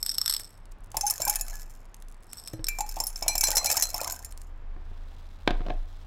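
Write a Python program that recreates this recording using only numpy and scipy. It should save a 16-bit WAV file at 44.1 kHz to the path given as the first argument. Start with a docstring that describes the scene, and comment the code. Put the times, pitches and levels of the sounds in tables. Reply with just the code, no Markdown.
"""Pearl beads clicking in a small glass dish are heard first, over quiet room air and a far engine's hum.
Beads then drop into a glass vase of water, and the rest are tipped in; the dish is set down on the table.
Glass and wood sound as decaying modes behind a noise crack; bead on bead is a dry burst of noise.
Air pockets sing in the water as tones of rising pitch; rattle, churn and rustle are crowds of tiny events."""
import sys
import numpy as np
from scipy import signal
from scipy.fft import rfft, irfft, next_fast_len
from scipy.io import wavfile
from scipy.ndimage import uniform_filter1d

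SR = 44100
rng = np.random.default_rng(int(sys.argv[2]) if len(sys.argv) > 2 else 0)


def persist_wave(psi):
    """Save psi, clipped to +-1, as 16-bit WAV."""
    counts = np.round(np.clip(psi, -1, 1) * 32767).astype(np.int16)
    wavfile.write(sys.argv[1], SR, np.atleast_2d(counts).T)


N = 267246
TIME = np.arange(N) / SR
RING = TIME[:SR // 4]  # time axis of one event [s]


def undb(db):
    """Level law: decibels to amplitude gain."""
    return 10 ** (np.asarray(db) / 20)


def unit(x):
    """Normalisation to an rms of 1."""
    return x / np.sqrt(np.mean(x ** 2))


def peak(x, db):
    """Onset level: the first 6 ms of a blow are scaled to the given rms level."""
    onset = x[:int(.006 * SR)]
    return x * undb(db) / np.sqrt(np.mean(onset ** 2))


def band(x, hz, kind, order=4):
    """Butterworth filtering: a maximally flat passband."""
    return signal.sosfilt(signal.butter(order, hz, kind, fs=SR, output="sos"), x)


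def noise(colour, size):
    """Spectral shaping: white noise weighted by (frequency [Hz], level [dB]) points, rms 1."""
    hz, db = np.transpose(colour)
    n = next_fast_len(size)
    bins_hz = np.arange(n // 2 + 1) * SR / n
    gain = undb(np.interp(np.log1p(bins_hz), np.log1p(hz), db))
    return unit(irfft(rfft(rng.standard_normal(n)) * gain, n)[:size])


def walk(rate):
    """Random modulation: smoothed steps, `rate` of them a second, with rms 1."""
    k = int(SR / rate)
    steps = np.repeat(rng.standard_normal(N // k + 1), k)
    return unit(uniform_filter1d(steps, k)[:N])


def add(out, s, x):
    """Superposition: x is mixed in at time s."""
    i = max(int(s * SR), 0)
    out[i:i + len(x)] += x[:max(N - i, 0)]


def fade(t60):
    """Exponential decay: 60 dB of loss in t60 seconds."""
    return np.exp(-np.log(1000) * RING / t60)


CONTACT_S = .0015  # softens each onset


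def strike(modes, colour, crack_db, crack_t60, scatter_db, detune=0):
    """Modal excitation: a short crack, and modes whose strengths depend on where the blow lands."""
    hz, db, t60 = np.transpose(modes)[:, :, None]
    hz = hz * (1 + detune * rng.standard_normal(hz.shape))
    size = undb(db + scatter_db * rng.standard_normal(hz.shape))
    phase = 2 * np.pi * (hz * RING + rng.random(hz.shape))
    ring = (size * fade(t60) * np.sin(phase)).sum(0)
    crack = undb(crack_db) * noise(colour, len(RING)) * fade(crack_t60)
    return (ring + crack) * (1 - fade(CONTACT_S))


def play(hits, blow, split_hz, low_db, high_db):
    """Contact hardness: it sets the treble of each blow apart from its body; low_db and high_db trim both."""
    out = np.zeros(N)
    for s, body_db, treble_db in hits:
        x = blow()
        body = peak(band(x, split_hz, "low"), body_db + low_db)
        treble = peak(band(x, split_hz, "high"), treble_db + high_db)
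        add(out, s, body + treble)
    return out


def shower(blow, rate, spread_db, count=12):
    """Poisson-like arrivals: `count` event shapes at random moments and sizes, `rate` a second, rms 1."""
    out = np.zeros(N)
    for _ in range(count):
        size = undb(spread_db * (2 * rng.random(N) - 1))
        arrivals = rng.random(N) < rate / count / SR
        out += signal.oaconvolve(size * arrivals, blow())[:N]
    return unit(out)


def gestures(rows, rise_db_per_s, fall_db_per_s, axis=2):
    """Energy summation: each movement swells, holds the level in column `axis` and dies away."""
    power = np.zeros(N)
    for row in rows:
        start, length = row[0], row[1]
        early = np.maximum(start - TIME, 0)
        late = np.maximum(TIME - start - length, 0)
        power += undb(row[axis] - rise_db_per_s * early - fall_db_per_s * late) ** 2
    return np.sqrt(power)


# spectrum of the room air: (frequency [Hz], relative level [dB])
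AIR_COLOUR = [(10, -27), (28, 9), (46, -12.5), (75, -18.5), (149, -24.5), (500, -31.5), (900, -30),
              (1760, -37), (4420, -51.5), (11700, -73.5)]
AIR_DB = -59.5  # level between 150 Hz and 2 kHz


def room_air():
    """Broadband noise: the room air is a steady coloured hiss whose level drifts slightly."""
    air = noise(AIR_COLOUR, N) * undb(0.43 * walk(4))
    return air * undb(AIR_DB) / np.std(band(air, [150, 2000], "band"))


# far engine rising through two gears, before random wander: (time [s], frequency [Hz], level [dB])
ENGINE_COURSE = [(0, 87.85, -65), (1.1, 98.6, -55.5), (2.2, 106, -74), (2.8, 66.5, -62.5),
                 (3.6, 71.44, -54.5), (5.1, 78.4, -50.5), (6.06, 82.1, -50)]


def far_engine():
    """Frequency modulation: a single tone follows the engine's speed, wavering in pitch and level."""
    s, hz, db = np.transpose(ENGINE_COURSE)
    pitch = np.interp(TIME, s, hz) * (1 + .035 * walk(17))
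    tone = unit(np.sin(2 * np.pi * np.cumsum(pitch) / SR))
    return tone * undb(np.interp(TIME, s, db) + 1.3 * walk(17.0))


# loudest knocks of beads in the hand-held dish: (time [s], level [dB])
DISH_KNOCKS = [(0.0284, -23.5), (0.0626, -26), (0.093, -22.5), (0.1823, -20.5), (0.215, -20.5), (0.26, -23),
               (0.2787, -22.5), (0.2969, -22), (0.301, -25), (0.31, -27.5), (0.325, -26.5), (0.3381, -24),
               (0.347, -30), (0.3648, -26.5), (2.4816, -38), (2.6432, -28), (2.6682, -29.5)]
# modes of the dish: (frequency [Hz], relative level [dB], t60 [s])
DISH_MODES = [(3550, -12.5, 0.023), (5295, 6, 0.022), (5400, -4, 0.039), (8070, 6.5, 0.014),
              (11540, -1, 0.02), (13750, -6.5, 0.018)]
# spectrum of bead-on-dish contact: (frequency [Hz], relative level [dB])
DISH_CONTACT = [(300, -66), (1200, 6), (2400, -4.5), (4600, 13), (6800, -4.5), (9000, 2.5), (13000, -2.5),
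                (16000, -8.5)]
# fingers stir the dish, or tilt it so that the beads slide: (start [s], length [s], level [dB])
DISH_STIRS = [(0.11, 0.012, -34), (0.25, 0.14, -42.5), (2.38, 0.066, -46.5)]
STIR_RISE_DB_PER_S, STIR_FALL_DB_PER_S = 187.5, 154


def dish():
    """Damped modes: the grip shortens the dish's ring and shifts its pitch from click to click."""
    def blow():
        return strike(DISH_MODES, DISH_CONTACT, crack_db=2.5, crack_t60=0.01, scatter_db=-3.0, detune=0.013)

    stirred = shower(blow, rate=600, spread_db=20)
    out = stirred * gestures(DISH_STIRS, STIR_RISE_DB_PER_S, STIR_FALL_DB_PER_S)
    for s, db in DISH_KNOCKS:
        add(out, s, peak(blow(), db))
    return out


# clearest ticks of bead on bead: (time [s], level [dB])
PEARL_TICKS = [(0.397, -37), (0.7206, -55), (0.917, -45.5), (1.944, -46.5), (2.0232, -51), (2.3316, -36),
               (2.475, -37), (4.3237, -46), (4.376, -46.5), (4.4168, -48)]
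# spectrum of a tick: (frequency [Hz], relative level [dB])
PEARL_CONTACT = [(800, -16.5), (4000, -11.5), (9000, -4), (16000, -18.5)]


def pearls():
    """Impact without resonance: bead on bead ticks dryly, with many faint ticks as the fingers close."""
    def tick():
        return noise(PEARL_CONTACT, len(RING)) * fade(0.012)

    faint = undb(-67.5) * shower(tick, rate=120, spread_db=31.5)
    out = faint * (TIME > .4) * (TIME < 2.5)
    for s, db in PEARL_TICKS:
        add(out, s, peak(tick(), db))
    return out


def bubble(hz, swell_s, rise):
    """Bubble resonance: a pocket of air swells, rings and dies while its pitch climbs."""
    age = RING / swell_s
    pitch = hz * (1 + rise * np.tanh(age / 3))
    swell = age * np.exp(.5 - age ** 2 / 2)
    return swell * np.sin(2 * np.pi * np.cumsum(pitch) / SR)


# beads entering the water, all from the same height and so about equally loud: (time [s])
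PLOP_TIMES = [0.944, 0.969, 1.2, 1.268, 2.787, 2.968, 3.002, 3.223, 3.262, 3.292, 3.352, 3.433, 3.485, 3.57,
              3.648, 3.7, 3.771, 3.942, 4.014, 4.072]
PLOP_DB = -33
POCKET_HZ = 724  # typical starting pitch of the air a bead drags under
# air pockets that pinch off and sing: (time [s], starting pitch [Hz], peak level [dB], swell time [s])
SINGING_BUBBLES = [(1.031, 787, -23, 0.013), (1.228, 2230, -41.5, 0.0078), (1.268, 803, -29.5, 0.017),
                   (2.804, 803, -21.5, 0.0055), (3.312, 2380, -40, 0.0099), (3.531, 806, -32, 0.012),
                   (3.668, 2260, -32.5, 0.012)]
# batches of beads tumble in and churn the water: (start [s], length [s], rattle level [dB], fizz level [dB])
BEAD_POURS = [(1.1, 0.012, -38.5, -48.5), (1.25, 0.033, -35, -42), (1.47, 0.081, -46, -56.5),
              (2.82, 0.51, -48.5, -63.5), (3.47, 0.32, -30, -42), (4.0, 0.064, -36.5, -42.5)]
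POUR_RISE_DB_PER_S, WATER_SETTLE_DB_PER_S = 219.5, 105
# churned water: typical starting pitch, its spread (natural log), and the spatter beside each bubble
CHURN_HZ, CHURN_SPREAD, SPATTER_DB = 1046, .42, -17


def water():
    """Entrained air: each bead slaps the surface and sounds the air in the vase; bubbles follow."""
    splash = [(100, -25), (300, -23), (480, -1.5), (650, 6.5),
              (950, 13), (1400, -19.5), (2500, -9.5), (5000, -18.5)]  # (frequency [Hz], relative level [dB])

    def slap():
        return noise(splash, len(RING)) * fade(0.12)

    def small():
        hz = min(CHURN_HZ * np.exp(CHURN_SPREAD * rng.standard_normal()), 4500)
        return bubble(hz, swell_s=0.0035, rise=.1) + undb(SPATTER_DB) * slap()

    out = np.zeros(N)
    for s in PLOP_TIMES:
        hz = POCKET_HZ * np.exp(0.14 * rng.standard_normal())
        pocket = bubble(hz, swell_s=0.0035, rise=0.27)
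        add(out, s, peak(pocket + undb(-8) * slap(), PLOP_DB))
    for s, hz, db, swell_s in SINGING_BUBBLES:
        add(out, s, undb(db) * bubble(hz, swell_s, rise=0.11))
    churn = shower(small, rate=420, spread_db=12.5, count=30)
    return out + churn * gestures(BEAD_POURS, POUR_RISE_DB_PER_S, WATER_SETTLE_DB_PER_S, axis=3)


# loudest clinks on the wall, before trim: (time [s], level under 9 kHz [dB], level above [dB])
WALL_CLINKS = [(0.9686, -26.5, -26), (1.0099, -24.5, -34), (1.0659, -24.5, -27.5), (1.0777, -29.5, -36),
               (1.0994, -25, -28), (1.1079, -34, -21.5), (1.218, -25, -30.5), (1.2512, -35.5, -25),
               (1.2794, -34, -27), (1.2969, -26.5, -19), (1.3567, -28, -26), (1.4106, -31, -27.5),
               (2.685, -26.5, -25.5), (2.7861, -33, -39), (2.8066, -28, -37), (2.8911, -37.5, -37.5),
               (3.0018, -25, -28), (3.0377, -33, -31.5), (3.0682, -35.5, -26.5), (3.1585, -31, -51),
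               (3.2252, -26.5, -39.5), (3.3533, -25, -30), (3.3796, -25, -24.5), (3.409, -21, -23),
               (3.4718, -22.5, -37), (3.5565, -26.5, -25), (3.7009, -21.5, -32), (3.8095, -28, -39),
               (3.9435, -26.5, -31.5), (4.1223, -36, -31.5), (4.2469, -40, -39)]
# flared lip, touched by the dish, then struck by beads; before trim:
# (time [s], level under 11 kHz [dB], level above [dB])
LIP_CLINKS = [(2.533, -44, -47), (3.2807, -14, -26), (3.4379, -14, -29), (3.5687, -14, -27),
              (3.6588, -17.5, -28), (3.8235, -15, -23)]
# blows that set the whole vase singing: (time [s], mode frequency [Hz], starting amplitude [dB])
BELL_BLOWS = [(1.251, 2360, -42), (1.531, 1702, -45), (2.684, 2353, -32), (3.282, 2350, -34),
              (3.438, 2332, -38.5)]
BELL_T60_S = 0.39
# modes of the wall: (frequency [Hz], relative level [dB], t60 [s])
WALL_MODES = [(5354, 9, 0.034), (6270, -4.5, 0.083), (6860, 0, 0.048), (7340, -2.5, 0.12),
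              (7400, -14.5, .07), (8520, -7.5, 0.038), (8820, -23.5, 0.1), (9600, -4, 0.037),
              (10200, -16, 0.09), (10220, -12.5, .09), (10160, -32.5, .05), (11400, -19, 0.062),
              (12270, -11, .035), (12900, -4, 0.03), (14300, 1, 0.023)]
# low bell modes, faintly woken by every clink on the wall: (frequency [Hz], relative level [dB], t60 [s])
BELL_MODES = [(1730, -32.5, 0.25), (2292, -16.5, 0.19), (2588, -13, 0.1), (4125, -32.5, 0.41)]
# modes of the lip: (frequency [Hz], relative level [dB], t60 [s])
LIP_MODES = [(4125, -6, .22), (5335, 0, .06), (5910, -3, .18), (6810, -5, .04), (7753, -5, .16),
             (10138, -5, .09), (13118, -4, .07)]
# spectrum of bead-on-vase contact: (frequency [Hz], relative level [dB])
VASE_CONTACT = [(300, -29), (1500, -10), (3600, -12.5), (5500, -3.5), (7200, 2), (9000, -7), (12000, -0.5),
                (16000, -14.5)]
POUR_SETTLE_DB_PER_S = 90.5


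def vase():
    """Shell vibration: beads clink on wall and lip; the hardest blows set the whole vase singing."""
    body = WALL_MODES + BELL_MODES

    def wall():
        return strike(body, VASE_CONTACT, crack_db=10.5, crack_t60=0.025, scatter_db=7.5, detune=0.0022)

    def lip():
        return strike(LIP_MODES, VASE_CONTACT, crack_db=7.5, crack_t60=0.026, scatter_db=-0.5, detune=.001)

    def graze():
        return strike(body, VASE_CONTACT, crack_db=20, crack_t60=.011, scatter_db=4, detune=.007)

    out = play(WALL_CLINKS, wall, 9000, low_db=-1.5, high_db=-0.5)
    out += play(LIP_CLINKS, lip, 11000, low_db=-4.0, high_db=-4.5)
    for s, hz, db in BELL_BLOWS:
        add(out, s, undb(db) * fade(BELL_T60_S) * np.sin(2 * np.pi * hz * RING))
    rattle = shower(graze, rate=220, spread_db=13, count=20)
    return out + rattle * gestures(BEAD_POURS, POUR_RISE_DB_PER_S, POUR_SETTLE_DB_PER_S)


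# the dish and the hand knock, before trim: (time [s], level under 1.6 kHz [dB], level above [dB])
TABLE_KNOCKS = [(4.764, -50, -69.5), (4.915, -53.5, -76.5), (5.476, -21, -20.5), (5.507, -30, -33),
                (5.606, -39.5, -66.5), (5.704, -32.5, -41.5)]
# modes of the table top: (frequency [Hz], relative level [dB], t60 [s])
TABLE_MODES = [(114, -15.5, 0.095), (377.3, -15.5, 0.13), (726, -12, 0.081)]
# spectrum of contact with the table: (frequency [Hz], relative level [dB])
TABLE_CONTACT = [(50, -22.5), (130, 5.5), (330, 5), (750, -4), (1100, -11), (3600, -17.5), (5800, -31.5),
                 (12000, -66)]
# the dish rests on the vase and presses its foot on the table: (time [s], level [dB])
FOOT_BUMPS = [(2.535, -32.5), (2.593, -38.5)]
# modes of the table under the vase's foot: (frequency [Hz], relative level [dB], t60 [s])
FOOT_MODES = [(113, -1.5, 0.13), (320, -7, 0.12), (540, -8, 0.044)]
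PLOP_THUD_DB = -47.5  # each bead's thud through the foot
# the dish scrapes into place: (start [s], length [s], level [dB])
DISH_SCRAPES = [(5.595, 0.0093, -40.5), (5.67, 0.029, -35)]
SCRAPE_RISE_DB_PER_S, SCRAPE_FALL_DB_PER_S = 752, 441
# the table is leant on and rocks on its legs: (start [s], length [s], level [dB])
TABLE_SWAYS = [(1.28, 0.19, -37.5), (2.6, 2.56, -42.5), (5.55, 0.083, -28)]
SWAY_HZ, SWAY_RISE_DB_PER_S, SWAY_FALL_DB_PER_S = 26, 154, 45


def table():
    """Structure-borne sound: the top thuds and scrapes, feels beads land through the foot and rocks."""
    def blow():
        # the top's many crowded modes blur into a dull tail
        tail = undb(-14) * noise(TABLE_CONTACT, len(RING)) * fade(0.049) * (1 - fade(0.0069))
        return strike(TABLE_MODES, TABLE_CONTACT, crack_db=2.0, crack_t60=0.016, scatter_db=1.5) + tail

    def thud():
        return strike(FOOT_MODES, TABLE_CONTACT, crack_db=-7.5, crack_t60=0.032, scatter_db=0.5)

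    out = play(TABLE_KNOCKS, blow, 1600, low_db=3.5, high_db=-0.5)
    scrape = shower(blow, rate=170, spread_db=7)
    out += scrape * gestures(DISH_SCRAPES, SCRAPE_RISE_DB_PER_S, SCRAPE_FALL_DB_PER_S)
    for s, db in FOOT_BUMPS:
        add(out, s, peak(thud(), db))
    for s in PLOP_TIMES:
        add(out, s, peak(thud(), PLOP_THUD_DB))
    sway_phase = 2 * np.pi * np.cumsum(SWAY_HZ + walk(5)) / SR
    rocking = unit(np.sin(sway_phase) * undb(4 * walk(7)))
    return out + rocking * gestures(TABLE_SWAYS, SWAY_RISE_DB_PER_S, SWAY_FALL_DB_PER_S)


# spectrum of the cloth: (frequency [Hz], relative level [dB])
CLOTH_COLOUR = [(500, -20), (2300, -7), (3500, 0), (6000, -10), (10000, -17), (16000, -20)]
# the sleeve brushes the apron: (start [s], length [s], level [dB])
SLEEVE_BRUSHES = [(4.88, .1, -70), (5.12, 0.67, -65.5), (5.92, 0.17, -66)]
BRUSH_RISE_DB_PER_S, BRUSH_FALL_DB_PER_S = 58, 49


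def sleeve():
    """Stick-slip friction: cloth rustles as fibres catch and let go."""
    def catch():
        return noise(CLOTH_COLOUR, len(RING)) * fade(0.01)

    rustle = shower(catch, rate=1000, spread_db=8.5)
    return rustle * gestures(SLEEVE_BRUSHES, BRUSH_RISE_DB_PER_S, BRUSH_FALL_DB_PER_S)


def room(x, wet_db, t60):
    """Reverberation: a short diffuse tail that starts with the nearest surfaces, 4 ms after the sound."""
    t = TIME[:SR // 2]
    colour = [(100, 3), (1000, 6), (6000, -3.0), (16000, -7.0)]  # (frequency [Hz], relative level [dB])
    tail = noise(colour, len(t)) * np.exp(-np.log(1000) * t / t60) * (t > .004)
    return x + undb(wet_db) * signal.oaconvolve(x, tail / np.linalg.norm(tail))[:N]


def scene():
    """Superposition: everything on the table sounds into the room, over air, engine and sleeve."""
    background = room_air() + far_engine() + sleeve()
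    on_table = dish() + pearls() + water() + vase() + table()
    return (room(on_table, wet_db=-16.0, t60=0.28) + background)[None]


def record(dry):
    """Band limiting: the recorder cuts the very top, above 16 kHz."""
    return signal.sosfilt(signal.ellip(8, .2, 70, 16000, fs=SR, output="sos"), dry)


dry = scene()
out = record(dry)
persist_wave(out)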